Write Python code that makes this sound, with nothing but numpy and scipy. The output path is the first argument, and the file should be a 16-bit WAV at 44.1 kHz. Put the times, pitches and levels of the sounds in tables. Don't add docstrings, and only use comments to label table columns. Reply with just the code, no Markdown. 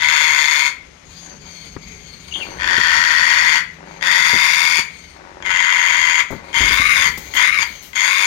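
import sys
import numpy as np
from scipy import signal
from scipy.fft import rfft, irfft, next_fast_len
from scipy.io import wavfile
from scipy.ndimage import uniform_filter1d, minimum_filter1d

SR = 44100
rng = np.random.default_rng(int(sys.argv[2]) if len(sys.argv) > 2 else 0)


def waveform_to_disk(signal):
    frames = np.transpose(np.atleast_2d(signal))
    scaled = np.clip(frames, -1, 1) * 32767
    samples = np.round(scaled).astype(np.int16)
    wavfile.write(sys.argv[1], SR, samples)


N = 364266
TIME = np.arange(N) / SR


def amp(db):
    return 10 ** (np.asarray(db) / 20)


def unit(x):
    return x / np.sqrt(np.mean(x ** 2) + 1e-20)


def at_hz(points, hz):
    f, value = np.transpose(points)
    return np.interp(np.log(hz + 1), np.log(f + 1), value)


def ride(points):
    return np.interp(TIME, *np.transpose(points))


def add(mix, start, sound):
    part = mix[max(round(start * SR), 0):][:len(sound)]
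    part += sound[:len(part)]


def wander(t, per_s):
    return np.interp(t * per_s, np.arange(20000), rng.standard_normal(20000))


def colour(x, points):
    log_gain = np.log(amp(at_hz(points, abs(np.fft.fftfreq(8192, 1 / SR)))))
    taps = np.fft.ifft(np.exp(np.conj(signal.hilbert(log_gain)))).real[:4096]
    return signal.oaconvolve(x, taps)[:len(x)]


def steady(x):
    return x / np.sqrt(abs(uniform_filter1d(x ** 2, 2600)) + 1e-12)


def fade(x, size=300):
    edge = np.minimum(np.arange(len(x)), np.arange(len(x))[::-1])
    return x * np.minimum(edge / size, 1)


def formant(x, hz, width):
    turn = np.exp(2j * np.pi * np.cumsum(hz) / SR)
    pole = np.exp(-np.pi * width / SR)
    for _ in range(2):
        x = 2 * (turn * signal.lfilter([1 - pole], [1, -pole], x / turn + 1e-18)).real
    return steady(x)


def syrinx(t, rate, rough, weak_db, jitter, puff_s, leak):
    cycle = np.cumsum(rate * np.exp(jitter * rough * wander(t, 170))) // SR
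    size_db = weak_db * (cycle % 2) + 3.5 * np.clip(rng.standard_normal(len(t)), -2, 1)
    slaps = np.diff(cycle, prepend=-1) * amp(size_db)
    age = np.arange(400) / SR / puff_s
    flow = unit(signal.oaconvolve(slaps, age * np.exp(-age))[:len(t)])
    puffs = unit((leak + flow) * rng.standard_normal(len(t)))
    breathiness = np.clip(0.41 + .5 * rough, 0, 1)
    return np.sqrt(1 - breathiness) * unit(slaps) + np.sqrt(breathiness) * puffs


def effort(t, stutter_s, length, attack_s, release_s):
    stutter = amp(-15.5) * np.exp(-t / 0.065)
    attack_db = -11.5 * np.exp(-np.maximum(t - stutter_s, 0) / attack_s)
    release_db = -60 * np.maximum(t - length, 0) / release_s
    return np.where(t < stutter_s, stutter, amp(attack_db + release_db))


# frequency in Hz, gain in dB.
RASP_EQ = [(200, -26), (450, -15), (640, -13), (800, -20), (930, -20), (1150, 4), (1400, 10), (2000, 13),
           (2600, 10.5), (3100, -1.5), (4000, -12), (5300, -15), (6100, -9), (7000, -9), (7700, -47),
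           (9200, -13), (11200, -38.5), (12600, -15), (15800, -32.5)]
# start, stutter length, start of release, attack and release in seconds,
# effort and its change by the end in dB, slaps a second once loose, roughness and beak gape from 0 to 1,
# main (second) resonance at start and end in Hz, third and fourth resonances in Hz,
# levels of the third, fourth, fifth and the sizzle in dB. Tone is set for a loose syrinx and shut beak.
GROWL_CUES = [ (0.0, .002, .675, 0.02, 0.095, -8.5, -3.5, 142, 0.42, 0, 2025, 2144, 3390, 4440, -6.5, -7.5, -6.5, 7),
              (2.586, 0.0076, 3.576, 0.062, .12, -11, 2, 162, 0.47, 0, 1806, 1995, 3266, 4545, -10, -9, -14, -1),
              (4.01, .011, 4.79, 0.027, 0.14, -8.5, -2.5, 168, .47, 0.22, 1885, 2245, 3350, 4680, -6.5, -6, -8, 8.5),
              (5.424, 0.022, 6.212, 0.039, 0.034, -11.5, 1, 169, 0.33, .04, 2006, 2053, 3140, 4590, -9, -14.5, -9, -2),
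              (6.529, 0.0075, 7.077, 0.0093, 0.072, -10.5, 0, 178, .75, 0.77, 2140, 2044, 3170, 4610, -5.5, -9, -5, 9.5),
              (7.337, .014, 7.63, 0.022, 0.037, -5.5, -8, 180, 0.84, 1, 2045, 2110, 3110, 4680, -6, -10, -6, 7),
              (7.931, 0.021, 8.27, 0.012, .1, -12, 0.5, 178, .6, 0.47, 2060, 2170, 3220, 4550, -7, -8, -1, 11)]


def growl(start, stutter_s, end, attack_s, release_s, effort_db, change_db, rate, rough, gape,
          from_hz, to_hz, third_hz, fourth_hz, third_db, fourth_db, fifth_db, sizzle_db):
    length = end - start
    t = np.arange(0, length + release_s, 1 / SR)
    progress = np.minimum(t / length, 1)
    beak = gape * np.sin(np.pi * .92 * progress ** 1.4) ** 2
    tight = np.exp(-t / .27)
    rough = rough * (1 - .35 * tight)
    rate = np.where(t < stutter_s, 1 / stutter_s, rate * (1 + .13 * tight))
    sizzle_db = sizzle_db - 8 * tight
    drive = syrinx(t, rate, rough, weak_db=-5.5, jitter=.18, puff_s=0.00066, leak=0.47)
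    main_hz = from_hz + (to_hz - from_hz) * progress + 70.4 * beak
    third_hz = third_hz + 780 * beak
    fourth_hz = fourth_hz + 476 * beak
    fourth_db = fourth_db - 4.5 * beak - 4 * tight
    # centre in Hz, width in Hz, level in dB.
    throat = [(998 + 416 * beak ** 2, 133, -12.5 + 3 * beak),
              (main_hz, 293, 0),
              (third_hz, 383, third_db - 6.5 * beak + 1.5 * tight),
              (fourth_hz, 490, fourth_db),
              (6620, 445, fifth_db - 16.5 * beak - 5.5 * tight)]
    side_peaks = [(0.867 * main_hz, 380, -14.5), (0.851 * third_hz, 300, -17),
                  (1.12 * fourth_hz, 1100, fourth_db - 4.5), (1.765 * fourth_hz, 1100, sizzle_db - 29)]
    rasp = steady(colour(drive, RASP_EQ))
    sizzle = signal.sosfiltfilt(signal.butter(4, 7500, "high", fs=SR, output="sos"), rasp)
    voice = amp(-5) * (rasp + (amp(sizzle_db) - 1) * sizzle)
    for hz, width, level_db in throat + side_peaks:
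        shake_db = 4.3 * rough ** 2 * wander(t, 22)
        detune = 0.045 * rough ** 2 * wander(t, 45)
        voice = voice + amp(level_db + shake_db) * formant(drive, hz * (1 + detune), width)
    catch_db = -7.5 * np.exp(-((start + t - 7.515) / .024) ** 2)
    tremble_db = 1.5 * rough * wander(t, 70.3)
    gain = amp(effort_db + change_db * progress + catch_db + tremble_db)
    envelope = effort(t, stutter_s, length, attack_s, release_s)
    return start, fade(gain * envelope * steady(voice), size=40)


# frequency in Hz, gain in dB.
RUMBLE_EQ = [(12, -38), (20, -9.5), (70, 8.5), (113, -4.5), (167, 0.5), (206, -4), (229, -1), (293, -10.5),
             (347, -21.5), (375, -5), (411, -9), (450, -6.5), (580, -18.5), (990, -120)]
# time in seconds, level in dB.
RUMBLE_RIDE = [(0, -46), (.8, -53.5), (1.4, -47.5), (2.0, -43), (2.6, -42), (3.2, -49.5), (6.25, -50),
               (6.76, -41), (7.3, -43), (8.26, -52)]
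# frequency in Hz, gain in dB.
AIR_EQ = [(150, -36), (250, -5), (1530, -8), (2160, -5), (3230, -11.5), (6590, -14.5), (7840, -24),
          (14000, -41), (16000, -59)]


def room_tone():
    shared, left, right = (unit(colour(rng.standard_normal(N), RUMBLE_EQ)) for _ in range(3))
    swell = amp(ride(RUMBLE_RIDE) - 0.5 + 4.0 * wander(TIME, 9))
    rumble = swell * (shared + 0.47 * np.array([left, right]))
    air = np.array([unit(colour(rng.standard_normal(N), AIR_EQ)) for _ in range(2)])
    return rumble + amp(-44) * air


# time in seconds, level in dB.
HUM_RIDE = [(0, -68), (1.0, -58), (1.2, -48), (1.9, -48.5), (2.8, -55), (3.9, -46), (5.2, -55.5),
            (8.26, -67)]


def hum():
    return amp(ride(HUM_RIDE)) * unit(formant(rng.standard_normal(N), hz=np.full(N, 169), width=33))


# frequency in Hz, gain in dB.
HISS_EQ = [(600, -1), (1500, 1), (2300, 4), (3200, 0.5), (4400, 11.5), (5400, -12.5), (6600, 6),
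           (7700, -58), (9200, -19), (11000, -24), (13500, -11), (16000, -26)]
# start and length in seconds, level in dB, mid-call whistle pitch
# in Hz, trims for that whistle and for the hollow note an octave below in dB.
HISS_CUES = [(0.722, 0.45, -59, 4600, -19, -14), (1.044, 0.22, -44.5, 4660, 2, -22),
             (1.121, 0.27, -41.5, 4470, -2, -25), (1.39, .38, -40, 4380, -1.5, -4),
             (1.775, 0.25, -42, 4370, -2.5, 1.5), (1.991, 0.23, -41.5, 4300, 0, -5),
             (2.189, 0.46, -39.5, 4360, -8.5, -5), (3.66, .13, -53, 4590, -8, -3),
             (3.847, 0.18, -48.5, 4390, -5, 4.5), (4.786, 0.4, -46.5, 4320, -5, 3),
             (6.239, 0.17, -47, 4530, -11, 3), (6.428, 0.12, -47, 4360, -14, 6.5),
             (7.091, 0.54, -40.5, 4460, -7, 0), (7.625, 0.21, -40, 4240, -11, -11),
             (7.781, 0.14, -47, 4160, -20, 0)]


def hiss(start, length, level_db, whistle_hz, whistle_db, hollow_db):
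    t = np.arange(0, length, 1 / SR)
    slide = 1 + .06 * (.5 - t / length)
    low_hz, high_hz = whistle_hz * slide, 6440 * slide
    jet = rng.standard_normal(len(t)) * amp(2.5 * wander(t, 62.4))
    breath = amp(-1.0) * unit(colour(jet, HISS_EQ))
    whistles = [(0.71 * low_hz, 500, -11), (low_hz, 280, whistle_db),
                (high_hz, 520, 0), (2.0 * low_hz, 800, -16)]
    for hz, width, tone_db in whistles:
        flicker = amp(tone_db + 4.3 * wander(t, 15))
        breath = breath + flicker * formant(jet, hz * (1 + 0.017 * wander(t, 15)), width)
    hollow = amp(hollow_db - 5.0) * formant(jet, 0.5 * low_hz, width=360)
    arch_db = -8.5 * (1 - np.sin(np.pi * t / length))
    return start, fade(amp(level_db + 4.0 + arch_db) * (steady(breath) + hollow), size=600)


# frequency in Hz, gain in dB.
RATTLE_EQ = [(120, -27), (380, -3.5), (600, -5), (920, -1.5), (1200, -8), (1800, -5.5), (2800, -20),
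             (5000, -77), (12000, -62)]
# start in seconds, length in seconds, level in dB.
RATTLE_CUES = [(1.219, 0.13, -51.5), (1.418, 0.087, -54.5), (2.348, 0.42, -43.5), (3.768, 0.32, -47),
               (5.147, 0.37, -48), (6.349, 0.2, -47), (7.166, 0.22, -51.5)]


def rattle(start, length, level_db):
    t = np.arange(0, length, 1 / SR)
    flaps = syrinx(t, rate=98, rough=0.44, weak_db=-1.0, jitter=.4, puff_s=0.0011, leak=0.12)
    swell = amp(level_db + 6.75 + 2.5 * t / length)
    return start, fade(swell * steady(colour(flaps, RATTLE_EQ)))


def burst(t60, eq):
    t = np.arange(16000) / SR
    cluster = colour(rng.standard_normal(len(t)) * amp(-60 * t / t60), eq)
    return cluster / abs(cluster).max()


# frequency in Hz, gain in dB.
FRAME_EQ = [(30, -8), (80, -4), (190, -4), (400, -7.5), (600, -14), (1500, -20.5), (6000, -92)]
# frequency in Hz, gain in dB.
CLACK_EQ = [(200, -49), (500, -8), (900, 16), (1800, 21), (3000, 1), (7000, -26), (15000, -34)]
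# start in seconds, level in dB, ring time in seconds,
# clack and thud trims in dB, lean of boom and clack to the left in dB.
KNOCK_CUES = [(1.764, -14.5, 0.065, -5, -19, 18), (2.779, -11.5, 0.11, -2, -31, 13),
              (4.333, -8, 0.13, -14, -24, 23), (4.785, -17.5, 0.057, 12, -30, 23),
              (6.305, -11, 0.15, -12.5, -33, 18), (6.323, -12.5, 0.19, -7, -35, 17),
              (6.567, -20.5, 0.057, 14, -21, 6), (6.605, -11.5, 0.31, -10, -2.5, 6.5),
              (6.705, -13, 0.14, -20, -3, 15), (6.796, -15, .076, -4, -7, 6), (7.174, -24, .06, -2, -17, 4)]


def knock(level_db, t60, clack_db, thud_db, left_db):
    ring = burst(t60, FRAME_EQ) + amp(clack_db - 3.0) * burst(0.023, CLACK_EQ)
    t = np.arange(len(ring)) / SR
    thud_hz, sag_s, thud_t60, right_lag_rad = 69, 0.155, .42, 1.16
    phase = 2 * np.pi * thud_hz * sag_s * (1 - np.exp(-t / sag_s))
    push = np.array([fade(np.sin(phase - lag), size=150) for lag in (0, right_lag_rad)])
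    thud = amp(thud_db - 3.0 - 60 * t / thud_t60) * push
    return amp(level_db - 3.5) * (np.array([ring, amp(-left_db) * ring]) + thud)


# start and length in seconds, first and last pitch in Hz, level in dB.
CHIRP_NOTES = [(2.311, 0.024, 3000, 2770, -26), (2.333, .05, 3260, 3090, -21.5),
               (2.4, .05, 3095, 2147, -23.5)]


def chirp(start, length, from_hz, to_hz, level_db):
    t = np.arange(0, length, 1 / SR)
    hz = from_hz + (to_hz - from_hz) * (t / length) ** 1.15
    quaver = 1 + 0.048 * wander(t, 715)
    phase = 2 * np.pi * np.cumsum(hz * quaver) / SR
    arch = np.sin(np.pi * (t / length) ** 0.77)
    gain = amp(level_db + 3.5 + 2 * wander(t, 320)) * arch
    return start, gain * (np.sin(phase) + amp(-39) * np.sin(2 * phase))


# frequency in Hz, gain in dB.
SCRAPE_RUSTLE_EQ = [(500, 12), (2000, 9), (6000, 14), (10000, 6), (12500, 12), (16000, 14)]
# start in seconds, level in dB, seconds to die away by 30 dB.
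SCRAPE_RUSTLE_CUES = [(3.387, -38, 0.12), (6.3046, -34, 0.072), (6.7233, -24, 0.098), (7.09, -35, .25),
                      (7.1743, -21, 0.028), (7.21, -37.5, 0.67), (7.34, -25, 0.13), (7.659, -39.5, 0.37),
                      (7.8224, -32.5, 0.2)]


def scrape_or_rustle(start, level_db, t30):
    return start, amp(level_db + 9.5) * fade(burst(2 * t30, SCRAPE_RUSTLE_EQ), size=200)


# frequency in Hz, seconds to die away by 60 dB.
ROOM_DECAY = [(150, 1), (800, 0.29), (2100, 0.45), (5500, 0.25), (14000, 0.3)]


def room(x, tail_db, early_db, early_s):
    t = np.arange(22000) / SR
    reflections = rng.standard_normal(len(t)) * (rng.random(len(t)) < .06)
    early = reflections * np.exp(-t / early_s) * (t > .001)
    hz, age, bands = signal.stft(reflections * (t > .008), SR, nperseg=256)
    decay = amp(-60 * age / at_hz(ROOM_DECAY, hz)[:, None])
    tail = signal.istft(bands * decay, SR, nperseg=256)[1][:len(t)]
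    echo = amp(early_db) * early / np.linalg.norm(early) + amp(tail_db) * tail / np.linalg.norm(tail)
    return x + signal.oaconvolve(x, echo)[:N]


# frequency in Hz, gain in dB.
COVER_EQ = [(40, -2), (130, -0.5), (350, -5), (700, -10.5), (1300, -16), (2200, -20.5), (4200, -22.5),
            (6500, -44), (9000, -32.5), (13000, -19), (16000, -13)]


def covered_port(x, lag_s):
    size = next_fast_len(N + 4096)
    hz = np.fft.rfftfreq(size, 1 / SR)
    delay = np.exp(-2j * np.pi * hz * lag_s)
    return irfft(rfft(x, size) * amp(at_hz(COVER_EQ, hz)) * delay, size)[:N]


def scene():
    close, knocks = np.zeros(N), np.zeros((2, N))
    for source, cues in [(growl, GROWL_CUES), (hiss, HISS_CUES), (rattle, RATTLE_CUES),
                         (chirp, CHIRP_NOTES), (scrape_or_rustle, SCRAPE_RUSTLE_CUES)]:
        for cue in cues:
            add(close, *source(*cue))
    for start, *blow in KNOCK_CUES:
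        for port, sound in zip(knocks, knock(*blow)):
            add(port, start, sound)
    bed = room_tone() + hum()
    left = room(close, tail_db=-9.0, early_db=-8.5, early_s=0.012) + bed[0]
    right = room(close, tail_db=-3.5, early_db=1.5, early_s=.006) + bed[1]
    return np.array([left, amp(-0.3) * covered_port(right, lag_s=0.00029)]) + knocks


def record(dry):
    needed_gain = np.minimum(1, .98 / (abs(dry).max(0) + 1e-9))
    gain = uniform_filter1d(minimum_filter1d(needed_gain, size=90), size=90)
    low_pass = signal.firwin(511, cutoff=15900, window=("kaiser", 9), fs=SR)
    return signal.oaconvolve(dry * gain, low_pass[None], "same")


dry = scene()
out = record(dry)
waveform_to_disk(out)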